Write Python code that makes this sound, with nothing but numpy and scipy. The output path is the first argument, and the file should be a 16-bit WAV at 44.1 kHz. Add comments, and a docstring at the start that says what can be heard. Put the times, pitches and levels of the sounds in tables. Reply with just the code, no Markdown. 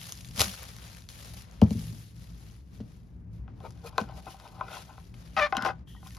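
"""Bubble wrap is pulled aside close by on a stone countertop: hissing noise plus many short noise snaps.
A full glass bottle is set down and rocks: ticks over thuds that ring the bending modes of the stone.
Hands slide in a cardboard box, tap it and lift its lid: grains and pushes through card resonances.
The lid squeaks in slip cycles and clatters onto the stone. Near sounds echo; filtered noise rumbles below.
"""
import sys
import numpy as np
from scipy import signal
from scipy.fft import rfft, irfft, next_fast_len
from scipy.io import wavfile
from scipy.ndimage import uniform_filter1d, map_coordinates

SR = 44100
rng = np.random.default_rng(int(sys.argv[2]) if len(sys.argv) > 2 else 0)


def store_pcm(level_fs):
    """Save levels as 16-bit WAV."""
    pcm = np.round(np.clip(level_fs, -1, 1) * 32767).astype(np.int16)
    wavfile.write(sys.argv[1], SR, np.atleast_2d(pcm).T)


N = 272758


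def amp(db):
    """dB to gain."""
    return 10 ** (np.asarray(db) / 20)


def unit(x):
    """Scale to rms 1."""
    return x / np.sqrt(np.mean(x ** 2) + 1e-20)


def along(points, hz):
    """Read a curve of (f/Hz, value) points on a log frequency axis."""
    f, value = np.transpose(points)
    return np.interp(np.log(hz + 1), np.log(f + 1), value)


def curves(rows):
    """One value per sample for each column after the time."""
    s, *columns = np.transpose(rows)
    return [np.interp(np.arange(N) / SR, s, column) for column in columns]


def wobble(rate, size=N):
    """A smooth random curve, rate knots a second."""
    knots = rng.standard_normal(int(size * rate / SR) + 4)
    return map_coordinates(knots, [np.arange(size) * rate / SR])


def filtered(x, response):
    """Shape x by a complex response of frequency."""
    m = next_fast_len(x.shape[-1] + 8192)
    spectrum = rfft(x, m) * response(np.fft.rfftfreq(m, 1 / SR))
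    return irfft(spectrum, m)[..., :x.shape[-1]]


def resonances(modes, scatter_db=0):
    """Causal sum of (f/Hz, width/Hz, level/dB) resonances with alternating signs."""
    gains = amp(scatter_db * rng.standard_normal(len(modes)))

    def response(f):
        total = 0
        for k, (centre, width, db) in enumerate(modes):
            band = 1j * f * width / (centre * centre - f * f + 1j * f * width)
            total = total + (-1) ** k * gains[k] * amp(db) * band
        return total

    return response


# left-right likeness of sound from all around: (f/Hz, likeness)
LIKENESS = [(60, 0.98), (300, 0.67), (700, 0.18), (1500, 0.023), (3000, 0.57), (6500, 0.28), (8000, 1),
            (16000, 0.94)]


def scattered(pair, colour):
    """Colour two unrelated signals and mix them to the left-right likeness of sound from all around."""
    turn = lambda hz: np.arccos(np.clip(along(LIKENESS, hz), -1, 1)) / 2
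    shares = lambda hz: amp(along(colour, hz)) * [np.cos(turn(hz)), np.sin(turn(hz))]
    mid, side = filtered(pair, shares)
    return unit(np.array([mid + side, mid - side]))


def add(track, s, sound):
    """Mix a sound in at time s."""
    part = track[round(s * SR):][:len(sound)]
    part += sound[:len(part)]


SWING_DB, SAG_DB_PER_S = 23, 11  # level change over a rise or a fade; slackening while a move holds


def strokes(rows):
    """Rise, hold and fade of every move, summed in power; the brightness is the power-weighted mean of all
    moves' tilts."""
    t, power, colour = np.arange(0, N + 16, 16) / SR, 1e-11, 0
    for s, rise, hold, fade, db, tilt_db in rows:
        u = t - s
        held = np.clip(u, 0, hold)
        swings = np.maximum(-u, 0) / rise + np.maximum(u - held, 0) / fade
        part = amp(db - SWING_DB * swings - SAG_DB_PER_S * held) ** 2
        power, colour = power + part, colour + part * tilt_db
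    return [np.interp(np.arange(N) / SR, t, c) for c in (np.sqrt(power), colour / power)]


SNAP_WIDTH = 0.65  # width of a snap's band over its centre


def snap(rows):
    """Each snap is a burst of noise around its own pitch, with some body below and air above."""
    out, t = np.zeros(N), np.arange(SR // 20) / SR
    for s, db, hz, t60, body_db, air_db in rows:
        envelope = amp(-60 * t / t60) * (1 - np.exp(-t / 0.00025))
        bands = [(1100, 1600, body_db), (hz, SNAP_WIDTH * hz, 0), (10000, 7000, air_db)]
        burst = filtered(rng.standard_normal(len(t)) * envelope, resonances(bands))
        add(out, s, amp(db) * burst / np.linalg.norm(burst))
    return out


# swell of the room rumble before its random waver: (t/s, level/dB)
RUMBLE_SWELL = [(0, -46), (1.1, -46), (1.83, -43.5), (2.44, -46), (2.83, -43), (3, -47), (4.01, -44.5),
                (4.5, -47.5), (6.18, -45.5)]
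# relative spectrum of the rumble: (f/Hz, level/dB)
RUMBLE_SPECTRUM = [(20, -49), (36, -21.5), (50, 0.5), (62, 0.5), (86, -10), (118, -2.5), (142, -15.5),
                   (168, -7), (212, -18), (340, -27), (540, -36.5), (2500, -53.5), (5000, -91)]


def rumble():
    """Low noise of the building, slowly swelling."""
    level_db, = curves(RUMBLE_SWELL)
    noise = scattered(rng.standard_normal((2, N)), RUMBLE_SPECTRUM)
    return amp(level_db + 1.9 * wobble(6.8)) * noise


# moves of wrap, sleeves and skin, level before the brightness tilt:
# (t/s at full strength, rise/s, hold/s, fade/s, level/dB, brightness/dB: lows take -2 times it, highs 1.7)
RUSTLE_MOVES = [(0.0, .01, 0, 0.69, -45.5, 2), (0.41, 0.049, 0, 0.057, -27.5, 1),
                (0.44, 0.083, 0.03, 0.15, -40, 1.5), (0.6, 0.15, 0.38, 0.19, -48, 0),
                (1.094, 0.012, 0.32, 0.078, -50.5, 1), (1.45, 0.076, 0.17, 0.13, -59.5, -3),
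                (1.62, 0.025, 0.057, 0.066, -56.5, -4), (1.712, 0.061, 0.31, 0.19, -50.5, 2),
                (2.219, 0.19, 0.3, 0.21, -59, 0), (2.921, 0.75, 0, 0.43, -64.5, -0.5),
                (3.334, 0.03, 0.036, .13, -67.5, -1), (3.494, 0.048, 0, 0.15, -72, -9),
                (3.656, 0.12, 0.0087, 0.18, -60.5, -0.5), (3.75, 0.314, 0.44, .3, -67, -2.5),
                (3.863, 0.063, 0.03, 0.015, -55, 2.5), (3.997, 0.078, 0.022, 0.11, -50.5, -2.5),
                (4.182, 0.21, 0, 0.13, -58, -1), (4.312, 0.12, 0, 0.14, -50.5, 0.5),
                (4.42, 0.099, 0.19, 0.22, -62, 0), (4.75, 0.13, 0.048, 0.092, -48.5, -0.5),
                (4.88, 0.14, 0, 0.78, -59.5, -0.5), (5.146, .025, .21, .05, -60, -1.5),
                (5.372, 0.049, 0.043, 0.081, -49, -1), (5.5, 0.045, 0.062, 0.051, -59.5, -3),
                (5.669, 0.073, 0.0065, 0.046, -42, -7), (5.76, .05, 0.066, 0.045, -72, -8.5),
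                (5.888, 0.026, 0, 0.23, -59.5, 3), (6.07, 0.17, 0.072, 0.18, -57, 3)]
# relative spectrum of the film before the tilt: (f/Hz, level/dB)
FILM_SPECTRUM = [(150, -29.5), (500, 0), (1000, -4), (2500, -4), (5000, -3.5), (7500, -6.5), (10000, -8),
                 (13000, -13), (16000, -15.5)]
CRACKLE_SHARE = 0.28  # power share in the rustle's swell, before squaring up with its waver, 0-1


def rustle():
    """A soft hiss of sliding film with clumps of tiny crackles, each a short puff of noise."""
    level, tilt_db = strokes(RUSTLE_MOVES)
    chance = 350 * amp(6.6 * wobble(12)) / SR  # of a crackle at each sample
    sparks = (rng.random(N) < chance) * amp(4.1 * rng.standard_normal(N))
    puffs = signal.lfilter([1], [1, -amp(-60 / SR / 0.015)], sparks)  # t60 15 ms
    steady = np.sqrt(1 - CRACKLE_SHARE) * amp(1.6 * wobble(30))
    swell = steady + np.sqrt(CRACKLE_SHARE) * unit(puffs)
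    z = signal.stft(swell * rng.standard_normal((2, N)), nperseg=256)[2]
    # each fold has its own colour
    folds = uniform_filter1d(rng.standard_normal(z.shape[1:]), size=8, axis=0)
    folds = uniform_filter1d(folds, size=3, axis=1)
    film = signal.istft(z * amp(1.4 * unit(folds)), nperseg=256)[1][:, :N]
    film = scattered(film, FILM_SPECTRUM)
    low = filtered(film, lambda hz: 1 / (1 + (hz / 1600) ** 4))
    high = filtered(film, lambda hz: 1 / (1 + (7000 / (hz + 1)) ** 4))
    return level * (film - low - high + amp(-2 * tilt_db) * low + amp(1.7 * tilt_db) * high)


# snaps of the wrap: (t/s, energy level/dB, centre f/Hz)
WRAP_SNAPS = [(0.0148, -21.5, 3435), (0.028, -32, 3210), (0.042, -27.5, 3326), (0.055, -25, 4380),
              (0.093, -20.5, 5150), (0.1222, -11.5, 6610), (0.144, -32, 5000), (0.153, -28, 6620),
              (0.175, -26, 4500), (0.188, -29, 3300), (0.2078, -26, 5060), (0.211, -27, 5500),
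              (0.247, -24.5, 3120), (0.276, -29, 5040), (0.2873, -26, 5010), (0.311, -30, 5510),
              (0.361, -20, 6000), (0.377, -17.5, 4270), (0.376, -18.5, 900), (0.3948, -6, 801),
              (0.3944, -2.5, 4270), (0.405, 1, 4390), (0.4059, -3, 782), (0.4089, 0, 5554),
              (0.416, 2.5, 4200), (0.4171, 1, 705), (0.407, -8, 420), (0.4178, -3, 400), (0.446, -20, 5500),
              (0.483, -21.5, 3500), (0.537, -21.5, 4500), (0.54, -22, 794), (0.586, -26.5, 1010),
              (0.631, -20.5, 670), (0.639, -24, 2520), (0.689, -25, 5130), (0.765, -24.5, 4500),
              (0.785, -28.5, 1600), (0.841, -29, 5000), (0.879, -29, 5500), (0.948, -29, 2500),
              (1.021, -32, 5000), (0.969, -27, 1506), (1.089, -20.5, 4930), (1.198, -28, 640),
              (1.205, -29, 3500), (1.226, -31, 2000), (1.345, -29, 4500), (1.273, -33, 1810),
              (1.34, -25, 782), (1.4207, -29.5, 6360), (1.512, -32.5, 5950)]
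WRAP_T60_S, WRAP_BODY_DB, WRAP_AIR_DB = 0.007, -12, -12.5  # body and air against the centre


def wrap_snaps():
    """The wrap's snaps share one short life and one balance of body and air."""
    return snap([(*row, WRAP_T60_S, WRAP_BODY_DB, WRAP_AIR_DB) for row in WRAP_SNAPS])


# blows into the countertop, nominal level: (t/s, level/dB, favoured f/Hz, fall-off/dB per octave)
BLOWS = [(.374, -30, 130, 10), (0.389, -19, 80, 22), (.43, -29, 75, 25), (1.618, -6.5, 196.6, 2),
         (1.708, -18, 187, 7.5), (1.749, -20, 144, 13), (1.77, -24.5, 167, 16), (1.783, -29.5, 152, 13),
         (1.925, -34, 139, 9), (2.801, -26.5, 257, 10), (4.008, -27.5, 206, 12.5), (5.369, -38.5, 258, 10),
         (5.569, -17.5, 252, 40), (5.624, -26, 260, 21)]
# bending modes of the countertop: (f/Hz, level/dB, t60/s, arrival/s after the blow)
COUNTER_MODES = [(80, -1, 0.09, 0.0145), (106.6, 1, 0.15, .0068), (111.4, -21, 1.2, .0135),
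                 (163, -22.5, 0.91, .006), (168, -8.5, 0.064, 0.0064), (200, -3, 0.04, .0027),
                 (207.7, 1, 0.075, 0.0075), (247, -12, 0.09, 0.0075), (247, -33.5, 0.59, .006),
                 (373, -45, .9, .003), (411.6, -21.5, 0.15, 0.0028), (417, -40.5, .7, .003),
                 (450, -6, 0.034, 0.0012), (508, -22.5, 0.15, 0.00075), (640, -21, .1, 0.0023),
                 (690, -10.5, 0.02, 0.00013), (806, -27, 0.09, .002), (900, -5, .012, 0.00032),
                 (930, -29.5, 0.099, .002), (1140, -29.5, .07, .002), (1150, -13, 0.006, .0001),
                 (1316, -35, 0.079, 0.0011)]


def thuds():
    """Blows ring the countertop near their favoured pitch; slow bending waves bring low modes late."""
    out, t = np.zeros(N), np.arange(SR * 3 // 4) / SR
    for s, db, centre_hz, focus_db in BLOWS:
        for hz, level_db, t60, late in COUNTER_MODES:
            u = np.maximum(t[:round((t60 + late) * SR)] - late, 0)
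            size_db = db + level_db - abs(focus_db * np.log2(hz / centre_hz)) + rng.normal(0, 1.2)
            # the late ring beats unevenly
            depth_db = (2.5 + hz / 150) * np.clip(u / .1, 0, 1)
            waver_db = depth_db * wobble(10 + hz / 20, size=len(u))
            onset = 1 - np.exp(-u * hz / 0.4)
            add(out, s, amp(size_db + waver_db - 60 * u / t60) * np.sin(2 * np.pi * hz * u) * onset)
    return out


# narrow rubs of film on stone and skin on glossy card, from hollow hums to whistles, nominal level:
# (t/s at full strength, rise/s, hold/s, fade/s, level/dB, centre f/Hz, width/Hz of each of two passes)
RUB_MOVES = [(.44, .02, .07, .04, -46, 190, 25), (3.645, .03, .03, .015, -47, 490, 130),
             (3.845, .015, .018, .02, -45, 500, 110), (3.66, .03, .01, .015, -52, 1250, 200),
             (3.865, .02, .012, .015, -52, 1300, 200), (3.653, .02, .018, .015, -60, 2400, 120),
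             (3.867, .015, .008, .02, -53, 2440, 150), (3.868, .03, 0.0066, 0.018, -55, 4320, 500),
             (4.3, .03, 0.032, .03, -63.5, 2950, 300), (4.739, .04, 0.046, .04, -57, 2670, 250),
             (4.73, .04, .05, .04, -61, 3210, 200), (5.874, 0.0038, 0.065, 0.15, -62.5, 3190, 450),
             (5.882, .01, .04, .05, -71, 1800, 200), (5.963, 0.0065, 0.0067, 0.023, -49.5, 930, 40),
             (5.966, .008, 0.0087, 0.022, -59, 1930, 80), (6.059, .01, .01, .02, -64, 2400, 700),
             (6.07, .01, 0.01, .015, -59, 1350, 400), (6.123, .01, .006, .01, -65, 1850, 150)]


def rubs():
    """Every rub is noise passed twice through one narrow resonance."""
    out, u = np.zeros(N), np.arange(SR // 4) / SR - .06
    for s, rise, hold, fade, db, hz, width_hz in RUB_MOVES:
        drop_db = SWING_DB * (np.maximum(-u, 0) / rise + np.maximum(u - hold, 0) / fade)
        band = resonances([(hz, width_hz, 0)])
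        tone = unit(filtered(rng.standard_normal(len(u)), lambda f: band(f) ** 2))
        add(out, s + u[0], amp(db - drop_db) * tone)
    return out


# hard little ticks of glass, nails and card edges: (t/s, energy level/dB, centre f/Hz, t60/s, body level/dB)
HARD_TICKS = [(1.6157, -14, 3870, 0.015, -6), (1.6368, -26.5, 4190, 0.006, -13),
              (1.707, -23, 3610, 0.0046, -44), (2.803, -33, 4010, 0.077, -2),
              (3.706, -30.5, 5530, 0.015, -8), (3.722, -39, 4600, 0.0075, -20),
              (3.775, -41.5, 3000, .008, -13), (3.872, -26.5, 4300, 0.02, -13.5),
              (3.9803, -11, 4300, 0.0076, -20), (3.603, -39, 3500, 0.0093, -8),
              (4.399, -28, 4000, 0.011, -4.5), (4.477, -31, 3320, .0064, -17),
              (5.1411, -30.5, 2505, .018, -7), (4.004, -22, 3300, .008, -8),
              (4.0145, -24.5, 3520, .008, -9), (4.172, -35, 3000, .01, -9), (4.257, -36, 3000, .008, -7),
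              (4.089, -34, 3000, 0.0088, -7), (5.5684, -6.5, 3460, 0.0055, -13.5),
              (5.6232, -15.5, 3455, .005, -12), (5.661, -18, 3295, .006, -11.5),
              (5.6493, -14.5, 2596, 0.014, -16), (5.875, -40, 3150, .007, 4),
              (6.0713, -25.5, 3050, 0.012, -13), (6.087, -34, 4800, .008, -12),
              (6.1065, -29.5, 2440, 0.0097, -20), (6.135, -40, 4500, .006, -15),
              (6.148, -31.5, 5000, 0.0075, -20), (6.149, -31, 2350, .008, -20),
              (6.168, -27.5, 5680, 0.0086, -7.5)]
TICK_AIR_DB = -22  # against the centre


def ticks():
    """Hard contacts make short noise bursts, each with its own life and body."""
    return snap([(*row, TICK_AIR_DB) for row in HARD_TICKS])


# knocks on the cardboard: (t/s, peak level/dB, favoured f/Hz, fall-off/dB per octave)
CARD_KNOCKS = [(3.479, -45, 1300, 3.5), (3.605, -45.5, 726, 15), (3.9805, -13, 900, 3.5),
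               (3.985, -27, 640, 20), (3.991, -33, 1530, 23), (4.037, -42, 1500, 17), (4.013, -38, 738, -3),
               (4.094, -39, 587, 26), (4.267, -35, 783, 18), (4.344, -42.5, 765, 37),
               (4.61, -21.5, 990, 7.5), (4.601, -41, 900, 4), (4.767, -34, 845, 18), (4.892, -47, 836, 4),
               (4.979, -40.5, 950, 4), (5.3653, -21.5, 795, 13), (5.373, -22.5, 790, 25),
               (5.3975, -19, 1300, 3), (5.5244, -17, 900, 0.5), (5.527, -19.5, 800, 8),
               (5.532, -28, 794, 21), (5.551, -22.5, 781, 1.5), (5.568, -21.5, 1604, 10),
               (5.581, -27, 1054, 2), (5.59, -26.5, 1510, 21), (5.607, -31, 1490, 34),
               (5.618, -27, 1480, 22), (5.623, -28, 1300, 16), (5.634, -25.5, 1510, 25),
               (5.6492, -17, 994, 0.5), (5.654, -21.5, 780, 15), (5.6614, -17, 1500, 2),
               (5.672, -27, 1040, 20), (5.688, -24, 1480, 17), (5.703, -29, 1520, 16), (5.716, -40, 900, 0),
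               (5.948, -46, 1140, 20), (6.062, -45, 1000, 10), (6.028, -42.5, 765, 3)]
# resonances of the cardboard box, for knocks and slides: (f/Hz, width/Hz, level/dB)
BOX_MODES = [(382, 210, -12.5), (510, 96, -8), (640, 51, -2.5), (766, 79, 2), (996, 184, 3),
             (1042, 75, 5.5), (1300, 110, -3.5), (1520, 76, -0.5), (2022, 52, -11), (2484, 120, -5),
             (3070, 1800, -11.5), (4010, 1200, -9), (5150, 630, -14)]
# resonances of the lid, which rings clearer once it is off the box: (f/Hz, width/Hz, level/dB)
LID_MODES = [(344, 120, -12.5), (516, 64, -11.5), (640, 51, -5), (780, 48, 1), (930, 90, -5.5),
             (1040, 50, 1.5), (1232, 81, -5), (1344, 60, -5), (1490, 57, 0.5), (2065, 80, -7),
             (2550, 70, -6.5), (3000, 900, -15), (4000, 1200, -16.5), (5160, 550, -13.5)]
LIFT_S = 5.3  # from here the lid sounds instead of the box


def knocks():
    """A short soft push; the spot that is struck favours the resonances near its own pitch."""
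    out, t = np.zeros(N), np.arange(SR // 10) / SR
    for s, db, centre_hz, focus_db in CARD_KNOCKS:
        push = amp(-60 * t / 0.0039) * (0.14 * rng.standard_normal(len(t)) + 4 * (t == 0))
        modes = [(hz, width, level_db - abs(focus_db * np.log2(hz / centre_hz)))
                 for hz, width, level_db in (BOX_MODES if s < LIFT_S else LID_MODES)]
        card = resonances(modes, scatter_db=2.5)
        # a yielding contact dulls the treble
        ring = filtered(push, lambda hz: card(hz) / (1 + 1j * hz / 2600) ** 2)
        add(out, s, amp(db) * ring / np.abs(ring).max())
    return out


# strokes of box and lid sliding, level before the brightness tilt:
# (t/s at full strength, rise/s, hold/s, fade/s, level/dB, brightness/dB: highs gain it, lows lose it)
SLIDE_STROKES = [(3.655, 0.06, 0.01, 0.021, -46, -6), (3.7, .15, .12, 0.16, -70, -5),
                 (3.85, 0.032, 0.0092, 0.059, -46, -6), (3.94, 0.1, 0.029, .02, -53.5, -5.5),
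                 (3.983, 0.0059, 0, 0.064, -39, -18), (4.103, 0.14, 0, 0.057, -50, -5),
                 (4.186, 0.13, 0, 0.046, -51, -10), (4.272, 0.012, 0.011, 0.021, -41.5, -8.5),
                 (4.466, 0.26, 0, 0.089, -48.5, -6), (4.614, 0.2, 0.0052, 0.15, -45.5, -6),
                 (4.7, 0.086, 0.095, 0.036, -45, -1), (4.907, 0.059, 0, 0.1, -50, -5),
                 (5.553, 0.0042, 0.08, .03, -41.5, 0), (5.652, 0.004, 0.054, 0.023, -33.5, -4.5),
                 (6.068, 0.092, 0.0015, 0.04, -65, 7), (6.184, 0.071, 0.021, .05, -60, 5)]


def slide():
    """Fibres catch in quick irregular grains that sound through the cardboard."""
    first = round(SLIDE_STROKES[0][0] * SR) - SR // 4
    level, tilt_db = np.array(strokes(SLIDE_STROKES))[:, first:]
    span = N - first
    uneven_db = 2.8 * wobble(400, size=span) + 1.2 * wobble(60, size=span)
    grains = rng.standard_normal(span) * amp(uneven_db)
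    box, lid = (unit(filtered(grains, lambda hz: resonances(modes)(hz) / (1 + 1j * hz / 2500)))
                for modes in (BOX_MODES, LID_MODES))
    z = signal.stft(np.where(np.arange(first, N) < LIFT_S * SR, box, lid), nperseg=512)[2]
    # a shifting grip damps now one resonance, now another
    grip = uniform_filter1d(rng.standard_normal(z.shape), size=3, axis=0)
    grip = uniform_filter1d(grip, size=6, axis=1)
    card = unit(signal.istft(z * amp(3.2 * unit(grip)), nperseg=512)[1][:span])
    low = filtered(card, lambda hz: 1 / (1 + (hz / 650) ** 4))
    return np.pad(level * (amp(tilt_db) * (card - low) + amp(-tilt_db) * low), (first, 0))


# the lid rim sticks and slips, nominal level and rate:
# (t/s, slip rate f/Hz, level/dB, roughness 0-1, level/dB added to the third harmonic and up)
RIM_SLIPS = [(5.366, 621, -28.5, 0.7, 6), (5.372, 631.7, -27.5, 0.7, -4), (5.379, 631.3, -25.5, 0.5, -3),
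             (5.388, 634.6, -25, 0.4, -3), (5.398, 628.5, -23.5, 0.45, 0), (5.405, 612, -31.5, 0.45, -7),
             (5.414, 593, -26, 0.3, 1), (5.422, 593.7, -24, 0.28, 1), (5.44, 585.3, -25.5, 0.1, 1.5),
             (5.448, 603, -28.5, 0.25, 3), (5.456, 591, -32, .4, 0), (5.464, 564, -30, 0.6, -9),
             (5.474, 548, -40, 0.8, 0), (5.49, 560, -74, 0.8, -2)]
# relative spectrum of the rim: (f/Hz, level/dB)
RIM_SPECTRUM = [(300, -65), (600, -1.5), (1200, 1), (1800, -5), (2400, -5), (3000, -16.5), (3600, -16.5),
                (4200, -21), (5000, -24), (9000, -41), (16000, -67)]


def squeak():
    """Regular slips of the rim; a rough stretch shakes the overtones and fills in noise."""
    first, last = round(RIM_SLIPS[0][0] * SR), round(RIM_SLIPS[-1][0] * SR)
    hz, level_db, rough, upper_db = np.array(curves(RIM_SLIPS))[:, first:last]
    span = last - first
    jitter = .025 * rough * wobble(250, size=span)
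    cycle = 2 * np.pi * np.cumsum(hz * (1 + jitter)) / SR
    slips = 0
    for k in range(1, 13):
        shake_db = (.4 + 2.5 * rough) * np.log2(k + .3) * wobble(120, size=span)
        harmonic_db = along(RIM_SPECTRUM, k * hz) + upper_db * (k > 2) + shake_db
        slips = slips + amp(harmonic_db) * np.sin(k * cycle + k * k)
    lid = resonances(LID_MODES)
    tilt_db = lambda f: 5.5 * np.log2(f / 1200 + .1)
    colour = lambda f: amp(along(RIM_SPECTRUM, f) + tilt_db(f)) * (0.39 + abs(lid(f)))
    hiss = unit(filtered(rng.standard_normal(span), colour))
    hiss = hiss * (1 + 0.29 * np.cos(cycle))  # pulses with the slips
    sound = amp(level_db) * (np.sqrt(1 - rough) * slips + 0.78 * np.sqrt(rough) * hiss)
    return np.pad(sound, (first, N - last))


# decay of the walls' answer: (f/Hz, t60/s)
WALL_DECAY = [(100, 0.24), (1000, 0.13), (10000, 0.031)]


def room(x):
    """Each frequency of the walls' answer dies at its own speed."""
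    hz, t, z = signal.stft(rng.standard_normal((2, SR // 2)), SR, nperseg=256)
    decay = amp(-60 * t / along(WALL_DECAY, hz)[:, None])
    tail = signal.istft(z * decay, SR, nperseg=256)[1]
    tail = scattered(tail, [(100, -16), (400, -6), (16000, -2.0)])
    delayed = np.pad(x, (150, 0))[None]  # the walls answer 150 samples late
    return signal.fftconvolve(delayed, tail / np.linalg.norm(tail[0]), axes=1)[:, :N]


def scene():
    """Near sounds reach both ports alike; their echoes, the rumble and the rustle come from around."""
    near = wrap_snaps() + thuds() + rubs() + ticks() + knocks() + slide() + squeak()
    return near + amp(-11.0) * room(near) + rumble() + rustle()


# how much louder the left microphone port is: (f/Hz, level/dB)
LEFT_LEAN = [(60, 1.5), (300, 3), (900, 6.5), (2500, 5.5), (5000, 4.5), (7000, 0), (8000, 2), (16000, -0.5)]
# phase lead of the right microphone port: (f/Hz, lead/half cycles)
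RIGHT_LEAD = [(100, 0), (3000, -.15), (6000, 0), (7800, 1), (8900, 1), (10300, 2), (12900, 2), (13700, 3),
              (20000, 3)]
TOP_HZ = 16400  # nothing passes from here up


def record(dry):
    """The left port faces the hands; the right turns in phase over the treble. Deep bass is cut."""
    def ports(hz):
        lean_db = along(LEFT_LEAN, hz) / 2
        return np.array([amp(lean_db), amp(-lean_db) * np.exp(1j * np.pi * along(RIGHT_LEAD, hz))])

    bass_cut = lambda hz: (1j * hz / 35 / (1 + 1j * hz / 35)) ** 2
    return filtered(dry, lambda hz: ports(hz) * bass_cut(hz) * (hz < TOP_HZ))


dry = scene()
out = record(dry)
store_pcm(out)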